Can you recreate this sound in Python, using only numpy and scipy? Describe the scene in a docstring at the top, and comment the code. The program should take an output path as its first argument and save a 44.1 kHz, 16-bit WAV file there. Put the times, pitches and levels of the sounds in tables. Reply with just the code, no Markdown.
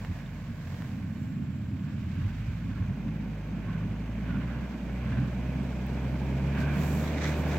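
"""A frozen, snow-covered plain: an SUV crawls closer, its four-cylinder engine dipping, then slowly revving up.
The engine is a set of sine waves locked to the firing rate; fan, valves and belt are shaped noise.
The tyres rumble and crunch in surges, made from random grains of sound, with short squeaks of noise.
Everything from the vehicle's engine bay grows clearer as it nears. Close by, there are rustles and ticks."""
import sys
import numpy as np
from scipy import signal
from scipy.fft import rfft, irfft
from scipy.io import wavfile
from scipy.ndimage import uniform_filter1d, map_coordinates

SR = 44100
rng = np.random.default_rng(int(sys.argv[2]) if len(sys.argv) > 2 else 0)


def to_wav(s):
    """Save 16-bit WAV."""
    ch = np.atleast_2d(s).T  # columns
    pcm = np.round(np.clip(ch, -1, 1) * 32767)  # PCM
    wavfile.write(sys.argv[1], SR, pcm.astype(np.int16))


N = 334410

# In every table of swells, spread_s is the time from the peak until the gain has sunk to 0.61 of it.
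# In every spectrum, level_db only sets the balance between pitches; loudness is set elsewhere.

# Left minus right level of the spread-out noises: pitch_hz, difference_db
STEREO_TILT = [(60, -1.1), (250, -1.9), (500, 1), (1000, 1), (1250, 2), (1500, -3), (1850, 0), (2250, -8.5),
               (2700, -7), (3200, -5), (4300, -8), (6200, -4.5), (9000, 0), (15000, 4)]
# How alike left and right are, from 0 (unrelated) to 1 (the same): pitch_hz, likeness
STEREO_LIKENESS = [(150, .999), (300, 0.92), (600, 0.89), (1200, 0.81), (1900, 0.53), (2400, 0.9),
                   (3300, 0.097), (4500, 0.0), (7000, 0.0), (15000, 0.0092)]

# Small sharp ticks nearby, before left-right balance: start_s, level_db, pitch_hz, width_hz
NEARBY_TICKS = [(0.049, -24.5, 1630, 1600), (.261, -48, 3600, 200), (0.822, -27, 1680, 1800),
                (5.867, -36, 15020, 2523), (6.617, -35, 5016, 5028)]
# Something rustles close by, before left-right balance: peak_s, spread_s, thin_hiss_db, gritty_body_db
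NEARBY_RUSTLES = [(0.03, 0.062, -71, -51), (0.17, 0.06, -73, -51.5), (0.37, 0.14, -76, -54.5),
                  (0.77, 0.18, -70.5, -50.5), (1.18, 0.13, -75, -58.5), (6.61, 0.027, -63.5, -44),
                  (6.83, 0.068, -56.5, -46), (6.97, 0.098, -56, -47.5), (7.29, .03, -58, -51),
                  (7.39, .035, -60.5, -53), (7.52, .05, -62, -53)]
# Spectrum of the thin rustle and the even hiss: pitch_hz, level_db
RUSTLE_SPECTRUM = [(2000, -26), (7500, 8.5), (9200, -3.5), (11000, 1), (12500, 7), (15700, 7.5)]
# Spectrum of the gritty body of a rustle: pitch_hz, level_db
GRIT_SPECTRUM = [(250, -3), (450, 0), (650, 0), (850, -3.5), (1080, -1.5), (1320, -10.5), (1620, -0.5),
                 (2000, -6), (2500, -11.5), (3500, -14.5), (7000, -20.5), (9500, -33)]

# Faint airy whistle from the vehicle, before left-right balance: time_s, pitch_hz, level_db
WHISTLE_PATH = [(1.15, 7500, -87), (1.22, 7480, -73), (1.4, 7440, -79), (2.3, 7430, -85.5),
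                (3.5, 7200, -92), (4.4, 7300, -84.5), (5, 7930, -84), (6.5, 7898, -86)]
# The wheels slip and throw powder: peak_s, spread_s, level_db
WHEEL_SLIP = (2.33, 0.38, -63)
# Spectrum of the thrown powder: pitch_hz, level_db
POWDER_SPECTRUM = [(2000, -2.5), (3000, 3.5), (3600, 2.5), (4800, -2), (6200, -4), (7800, -7), (9000, -20),
                   (12000, -14)]
# Cold snow squeaks under a tyre, before left-right balance: peak_s, level_db, middle_pitch_hz, fall_hz_per_s
SNOW_SQUEAKS = [(2.73, -57.5, 1470, 2990), (3.70, -56, 1080, 700), (3.76, -57, 1480, 700),
                (4.32, -52.5, 1450, 700), (4.53, -57, 1400, 700.4), (5.19, -60, 1510, 700),
                (6.61, -49.5, 1560, 697), (6.71, -47, 1500, 700)]
# Patches of hard crust give way: peak_s, spread_s, level_db
CRUST_BREAKS = [(5.13, 0.044, -60), (7.09, 0.065, -49), (7.25, 0.054, -39.5), (7.53, 0.034, -46)]
# Spectrum of a breaking patch: pitch_hz, level_db
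BREAK_SPECTRUM = [(700, -21), (1300, -1), (2100, 5.5), (2850, -15), (3650, -3.5), (4700, -13.5),
                  (6300, -10), (7800, -18), (10000, -34)]

# Steady bed of sound under the tyres: time_s, thud_db, rumble_db
SNOW_BED = [(0.0, -43, -43), (0.45, -41, -43.5), (0.8, -39.5, -42.5), (0.95, -42, -36.5),
            (2.1, -38.5, -36.5), (2.4, -39, -42), (3.3, -54, -35.5), (3.43, -55, -50.5), (3.6, -46, -42),
            (4.7, -61, -38), (7.58, -60, -34.5)]
# A wheel drops through the packed snow: peak_s, spread_s, thud_db, rumble_db
WHEEL_JOLTS = [(0.115, 0.023, -31.5, -40), (0.5, 0.022, -41, -39.5), (0.97, 0.096, -50, -44),
               (1.39, 0.04, -40, -36), (2.24, 0.039, -29, -45), (2.5, 0.031, -32, -38),
               (2.67, 0.033, -35, -35.5), (2.85, 0.079, -31, -40), (3.06, 0.041, -52, -34),
               (3.24, .045, -51, -47), (3.56, 0.057, -45, -35), (3.72, .04, -36.5, -38),
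               (3.87, 0.062, -39, -35.5), (4.21, .025, -52, -33), (4.36, 0.058, -37.5, -32),
               (4.59, 0.035, -54, -38), (5.11, 0.05, -33.5, -36), (5.22, 0.051, -38.5, -31.5),
               (5.6, 0.069, -58, -36), (6.12, 0.036, -39, -36), (6.6, .04, -37, -33.5),
               (6.8, .03, -34, -30.5), (6.97, 0.066, -60, -33.5)]
# The tread grinds through the crust: peak_s, spread_s, level_db
CRUNCH_SURGES = [(1.9, .06, -56.5), (2.22, .09, -55.5), (2.79, .075, -56), (3.73, 0.11, -53.5),
                 (4.32, 0.057, -51.5), (4.49, 0.18, -51.5), (5.15, .095, -48.2), (6.62, 0.086, -45),
                 (6.77, 0.12, -47.5), (7.34, 0.26, -48.5), (7.52, 0.045, -46.5)]
# Spectra of deep thud, packing rumble and crust crunch: pitch_hz, level_db
THUD_SPECTRUM = [(40, -57), (65, -13), (88, 6.5), (110, 4.5), (140, 1.5), (200, -13.5), (500, -97)]
RUMBLE_SPECTRUM = [(60, -26), (100, -12), (130, -2.5), (165, -2), (192, 2), (255, -5), (295, -10.5),
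                   (350, -23), (450, -39), (2000, -100)]
CRUNCH_SPECTRUM = [(500, -26), (850, -8.5), (1100, 2.5), (1280, -4.5), (1500, 3.5), (1680, 2), (1920, -5),
                   (2850, -9.5), (5000, -27), (10000, -72)]

# Hiss of the drive belt: pitch_hz, width_hz, left_minus_right_db
BELT_HISS = (2390, 400, -6)
# The fan takes hold: middle_of_rise_s, rise_s
FAN_TAKES_HOLD = (2.77, 0.1)
# Spectra of air rush, air roar and valve clatter: pitch_hz, level_db
RUSH_SPECTRUM = [(300, -4.5), (480, -1), (610, 4), (710, -0.5), (810, -3.5), (920, -2), (1100, -12.5),
                 (1300, -17.5), (2500, -41.5)]
ROAR_SPECTRUM = [(160, -22), (260, 3.5), (310, 1), (370, 0), (450, -3), (530, -8), (700, -22), (1500, -60)]
VALVE_SPECTRUM = [(1200, -4), (1850, -2), (2150, 0.5), (2380, -1), (2650, -3), (3200, -8), (4200, -50),
                  (8000, -31.5)]

# Engine speed before smoothing: time_s, firing_rate_hz
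ENGINE_SPEED = [(0.0, 50.2), (0.4, 49.38), (0.65, 45.2), (0.8, 42.3), (1.56, 40.5), (1.69, 38.53),
                (2.0, 37.41), (2.45, 54.18), (2.51, 56.06), (3.06, 52.8), (3.4, 51.4), (4.01, 53.35),
                (4.58, 61.6), (4.75, 60.7), (4.81, 58.32), (5.15, 63.3), (5.38, 61.25), (5.59, 66.1),
                (5.81, 63.36), (6.31, 66.14), (6.78, 73.23), (6.99, 75.2), (7.52, 75.2), (7.58, 75.8)]
# Weaker exhaust overtones, against their shared level: multiple_of_firing_rate, level_db
EXHAUST_OVERTONES = [(2.5, -17), (3, -8.0), (3.5, -10.5), (4, -12), (5, -19)]
# Pass band of the exhaust pipe, heard by the overtones: pitch_hz, level_db
PIPE_BAND = [(100, 10), (135, -1.5), (160, 4.5), (185, -2.5), (230, -7), (300, -6.5)]
# The driver presses or lifts the pedal: peak_s, spread_s, octave_change_db
PEDAL_MOVES = [(0.25, 0.044, -18), (2.22, 0.035, 8.5), (4.78, 0.069, -20), (5.2, 0.064, 10.5),
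               (6.55, 0.28, 6)]

# In one gear, every firing moves the vehicle the same way forward
START_M, METRES_PER_FIRING = 27.78, 0.045
# Nearness and revs leave levels unchanged at this distance and firing rate
REFERENCE_M, CRUISE_HZ = 20, 55
# The flywheel smooths the speed; load is judged from the climb in firing rate over a longer span
SPEED_SMOOTHING_S, LOAD_SMOOTHING_S = 0.1, 0.2
HEAVY_LOAD_HZ_PER_S = 33  # a climb this fast gives a load of 0.76
RIGHT_LAG_S = 0.00003
CUTOFF_HZ = 15880


def from_db(db):
    """Turn decibels into gain."""
    return 10 ** (np.asarray(db) / 20)


def rms_one(x):
    """Scale to an average power of 1."""
    return x / np.sqrt(np.mean(x ** 2) + 1e-20)


def balance(left_db):
    """Left and right gains: left changes by left_db, right by the opposite."""
    return from_db([[left_db], [-left_db]])


def in_time(rows):
    """Read each column of a timed table at every sample, with straight lines between rows."""
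    time_s, *columns = np.transpose(rows)
    return [np.interp(np.arange(N) / SR, time_s, column) for column in columns]


def at_bins(points):
    """Read a table at every Fourier bin, with straight lines over log frequency."""
    hz, value = np.transpose(points)
    bin_hz = np.arange(N // 2 + 1) * SR / N
    return np.interp(np.log(bin_hz + 1), np.log(hz), value)


def drift(rate_hz):
    """Random wander of average power 1, heading to a new value rate_hz times a second."""
    knots = rng.standard_normal(N // 20)
    position = np.arange(N) / SR * rate_hz + 2
    return rms_one(map_coordinates(knots, [position], order=1, mode="wrap"))


def bell(peak_s, spread_s):
    """A smooth swell of height 1 around a moment."""
    distance = (np.arange(N) / SR - peak_s) / spread_s
    return np.exp(-.5 * np.minimum(distance ** 2, 100))


def swells(rows, column=2):
    """Joint gain of a table of swells: their powers add."""
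    return np.sqrt(sum((from_db(row[column]) * bell(row[0], row[1])) ** 2 for row in rows))


def grains(per_s, spread_db, smooth):
    """Two trains of random snow fractures of uneven size, over a share of smooth hiss."""
    born = rng.random((2, N)) < per_s / SR
    sizes = from_db(spread_db * np.minimum(rng.exponential(1, (2, N)), 4))
    sign_noise, hiss = rng.standard_normal((2, 2, N))
    return rms_one(born * sizes * np.sign(sign_noise)) + smooth * hiss


def narrow_noise(hz, width_hz):
    """An airy tone: two random wanders ride on a sine and a cosine, giving a narrow band of noise."""
    angle = 2 * np.pi * np.cumsum(hz) / SR
    return rms_one(drift(width_hz) * np.sin(angle) + drift(width_hz) * np.cos(angle))


def radiate(pair, spectrum, ringing=0.0, ring_s=0.015):
    """Colour two unrelated signals, spread them over left and right, and even out the power of their mix."""
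    # Short random reflections off the body and ground
    t = np.arange(SR // 25) / SR
    scatter = rng.standard_normal((2, len(t))) * np.exp(-t / ring_s)
    panels = 1 + ringing * rfft(rms_one(scatter) / np.sqrt(len(t)), N)
    mid, side = rfft(pair) * panels * from_db(at_bins(spectrum))
    # The shared part goes equally to both sides, the other part with opposite signs
    alike = np.clip(at_bins(STEREO_LIKENESS), -1, 1)
    sign = np.array([[1], [-1]])
    both = np.sqrt(1 + alike) * mid + sign * np.sqrt(1 - alike) * side
    bin_hz = np.arange(N // 2 + 1) * SR / N
    lag = np.exp(1j * np.pi * sign * RIGHT_LAG_S * bin_hz)
    tilt = from_db(sign * at_bins(STEREO_TILT) / 2)
    out = irfft(both * lag * tilt, N)
    # Hold the mix of both sides at power 1 over every tenth of a second
    power = uniform_filter1d(out.mean(axis=0) ** 2, SR // 10)
    return out / np.sqrt(power + 1e-20)


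def drive():
    """Engine speed sets firing rate (Hz), nearness (dB), revs (dB) and load (-1 coasting to 1 pulling)."""
    rate_hz = uniform_filter1d(in_time(ENGINE_SPEED)[0], int(SPEED_SMOOTHING_S * SR))
    firings = np.cumsum(rate_hz) / SR
    distance_m = np.maximum(START_M - METRES_PER_FIRING * firings, 1)
    nearness_db = 20 * np.log10(REFERENCE_M / distance_m)
    revs_db = 20 * np.log10(rate_hz / CRUISE_HZ)
    climb_hz_per_s = uniform_filter1d(np.gradient(rate_hz) * SR, int(LOAD_SMOOTHING_S * SR))
    load = np.tanh(climb_hz_per_s / HEAVY_LOAD_HZ_PER_S)
    return rate_hz, nearness_db, revs_db, load


def follow(motion, db, near=1.0, revs=0.0, load_db=0.0):
    """Gain that follows shares of nearness and revs, plus load_db times the load."""
    _, nearness_db, revs_db, load = motion
    return from_db(db + near * nearness_db + revs * revs_db + load_db * load)


def fan_grip():
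    """0 while the fan idles, 1 once it has taken hold."""
    middle_s, rise_s = FAN_TAKES_HOLD
    return np.clip((np.arange(N) / SR - middle_s) / rise_s + .5, 0, 1)


def ticks():
    """Each tick is one impulse into a broad, quickly dying resonance; a wider one dies sooner."""
    out, t = np.zeros(N), np.arange(SR // 20) / SR
    for start_s, db, hz, width_hz in NEARBY_TICKS:
        at = int(start_s * SR)
        decay = np.exp(-np.pi * width_hz * t / 2)
        out[at:at + len(t)] += from_db(db) * decay * np.sin(2 * np.pi * hz * t)
    return out * balance(-2)


def rustles(floor_db=-72.5):
    """Swells of fine grains over a coarser gritty body come and go close by, over an even hiss."""
    thin_grains = grains(per_s=9000, spread_db=3.0, smooth=1.2)
    thin = swells(NEARBY_RUSTLES) * radiate(thin_grains, RUSTLE_SPECTRUM, ringing=.25)
    grit_grains = grains(per_s=1500, spread_db=3.0, smooth=0.58)
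    grit = swells(NEARBY_RUSTLES, column=3) * radiate(grit_grains, GRIT_SPECTRUM)
    white = rng.standard_normal((2, N))
    hiss = rms_one(irfft(rfft(white) * from_db(at_bins(RUSTLE_SPECTRUM)), N))
    return thin * balance(-7.0) + grit + from_db(floor_db) * hiss


def whistle(width_hz=280, lower_hz=6250, lower_db=-80.0):
    """Thin bands of hiss: one wanders in pitch, a steady lower one joins with the fan."""
    hz, db = in_time(WHISTLE_PATH)
    lower = fan_grip() * from_db(lower_db) * narrow_noise(np.full(N, lower_hz), width_hz)
    wandering = from_db(db) * narrow_noise(hz, width_hz)
    return (wandering + lower) * balance(-2)


def powder(motion, clump_db=0.9):
    """Dry crystals hiss off the tread as fine grains, louder as they near and when the wheels slip."""
    crystals = grains(per_s=5000, spread_db=3.5, smooth=1.0) * from_db(clump_db * drift(60))
    steady = follow(motion, db=-64.5, near=1.52, load_db=-1.3)
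    thrown = np.hypot(steady, swells([WHEEL_SLIP]))
    return thrown * radiate(crystals, POWDER_SPECTRUM, ringing=0.35)


def squeaks(spread_s=0.044, width_hz=140):
    """Crystals rub against each other in a short, rough note that sinks as the snow packs."""
    out = 0
    for peak_s, db, middle_hz, fall_hz_per_s in SNOW_SQUEAKS:
        t = np.clip(np.arange(N) / SR - peak_s, -.5, .5)
        note = narrow_noise(middle_hz - fall_hz_per_s * t, width_hz)
        out = out + from_db(db) * bell(peak_s, spread_s) * note
    return out * balance(-2.5)


def breaks(clump_db=2.0):
    """A hard patch shatters in a short, bright shower of coarse grains."""
    shards = grains(per_s=2000, spread_db=3.5, smooth=0.3) * from_db(clump_db * drift(120))
    return swells(CRUST_BREAKS) * radiate(shards, BREAK_SPECTRUM)


def tyres(motion, clump_db=1.3):
    """Snow collapses under the tread in dull jolts, and its crust breaks in surges of clumped grains."""
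    thud_db, rumble_db = in_time(SNOW_BED)
    # Steady bed and separate swells add in power
    thud = np.hypot(from_db(thud_db), swells(WHEEL_JOLTS))
    rumble = np.hypot(from_db(rumble_db), swells(WHEEL_JOLTS, column=3))
    crunch = np.hypot(follow(motion, db=-57.0, near=0.68, revs=0.73), swells(CRUNCH_SURGES))
    deep = thud * radiate(grains(per_s=400, spread_db=2.0, smooth=0.59), THUD_SPECTRUM)
    packing = rumble * radiate(grains(per_s=900, spread_db=-0.5, smooth=0.43), RUMBLE_SPECTRUM)
    crust = grains(per_s=1200, spread_db=1.0, smooth=0.85) * from_db(clump_db * drift(55))
    return deep + packing + crunch * radiate(crust, CRUNCH_SPECTRUM)


def belt(motion, waver_db=2.7):
    """The drive belt hisses unevenly in a narrow band that stands out with higher revs and nearness."""
    hz, width_hz, left_minus_right_db = BELT_HISS
    hiss = narrow_noise(np.full(N, hz), width_hz) * from_db(waver_db * drift(7))
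    return follow(motion, db=-69.0, near=1.7, revs=1.7) * hiss * balance(left_minus_right_db / 2)


def engine_bay(motion, idle_fan_db=-4.0, idle_roar_db=-6.0, throb=0.14, tapping=0.21):
    """Air rushes through fan and grille as noise, and valve gear chatters in step with the firings."""
    beat = np.cos(2 * np.pi * np.cumsum(motion[0]) / SR)
    idle = 1 - fan_grip()
    rushing = rng.standard_normal((2, N)) * (1 + throb * beat)
    air = from_db(idle_fan_db * idle) * radiate(rushing, RUSH_SPECTRUM)
    chatter = grains(per_s=3000, spread_db=2.5, smooth=1.0) * (1 + tapping * beat)
    valves = radiate(chatter, VALVE_SPECTRUM, ringing=0.43)
    roar = from_db(idle_roar_db * idle) * radiate(rng.standard_normal((2, N)), ROAR_SPECTRUM)
    # Soft snow swallows sound over a long path, so air and roar grow faster than distance alone gives
    air_level = follow(motion, db=-52.5, near=1.92, load_db=0.5)
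    roar_level = follow(motion, db=-52.5, near=2.0)
    valve_level = follow(motion, db=-57.0, near=0.56, revs=0.94, load_db=4.0)
    return air_level * air + roar_level * roar + valve_level * valves


def exhaust(motion, low_cut_hz=51.0, steepness=16.0, pedal_share=0.14, waver_db=0.52, rough_db=3.0):
    """Sines at the firing rate, its octave and weaker wavering overtones; the octave barks under load."""
    rate_hz = motion[0]
    pedal_db = sum(db * bell(peak_s, spread_s) for peak_s, spread_s, db in PEDAL_MOVES)
    angle = 2 * np.pi * np.cumsum(rate_hz) / SR
    # The firing tone gets lost at low revs
    low_cut = np.sqrt(1 + (low_cut_hz / rate_hz) ** steepness)
    firing_level = follow(motion, db=-35.0, near=0.75, load_db=3.5) / low_cut
    out = firing_level * from_db(waver_db * drift(16) + pedal_share * pedal_db) * np.sin(angle)
    octave_level = follow(motion, db=-39.5, near=1.0, revs=0.14, load_db=3.5) * from_db(pedal_db)
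    out += octave_level * np.sin(2 * angle - np.pi / 2)
    shared_level = follow(motion, db=-36.5, near=0.86, load_db=0.5)
    for multiple, db in EXHAUST_OVERTONES:
        pipe_db = np.interp(multiple * rate_hz, *np.transpose(PIPE_BAND))
        level_db = db + pipe_db + rough_db * drift(11)
        phase = multiple * angle + 0.39 * drift(9.8) + 2 * np.pi * rng.random()
        out += shared_level * from_db(level_db) * np.sin(phase)
    return out * balance(-.4)


def scene():
    """Open snow gives no echo: all sources are added together dry."""
    motion = drive()
    nearby = rustles() + ticks()
    snow = powder(motion) + squeaks() + breaks() + tyres(motion)
    vehicle = whistle() + belt(motion) + engine_bay(motion) + exhaust(motion)
    return nearby + snow + vehicle


def record(dry):
    """A steep low-pass filter removes the very highest pitches."""
    low_pass = signal.ellip(12, .1, 80, CUTOFF_HZ, fs=SR, output="sos")
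    return signal.sosfilt(low_pass, dry)


dry = scene()
out = record(dry)
to_wav(out)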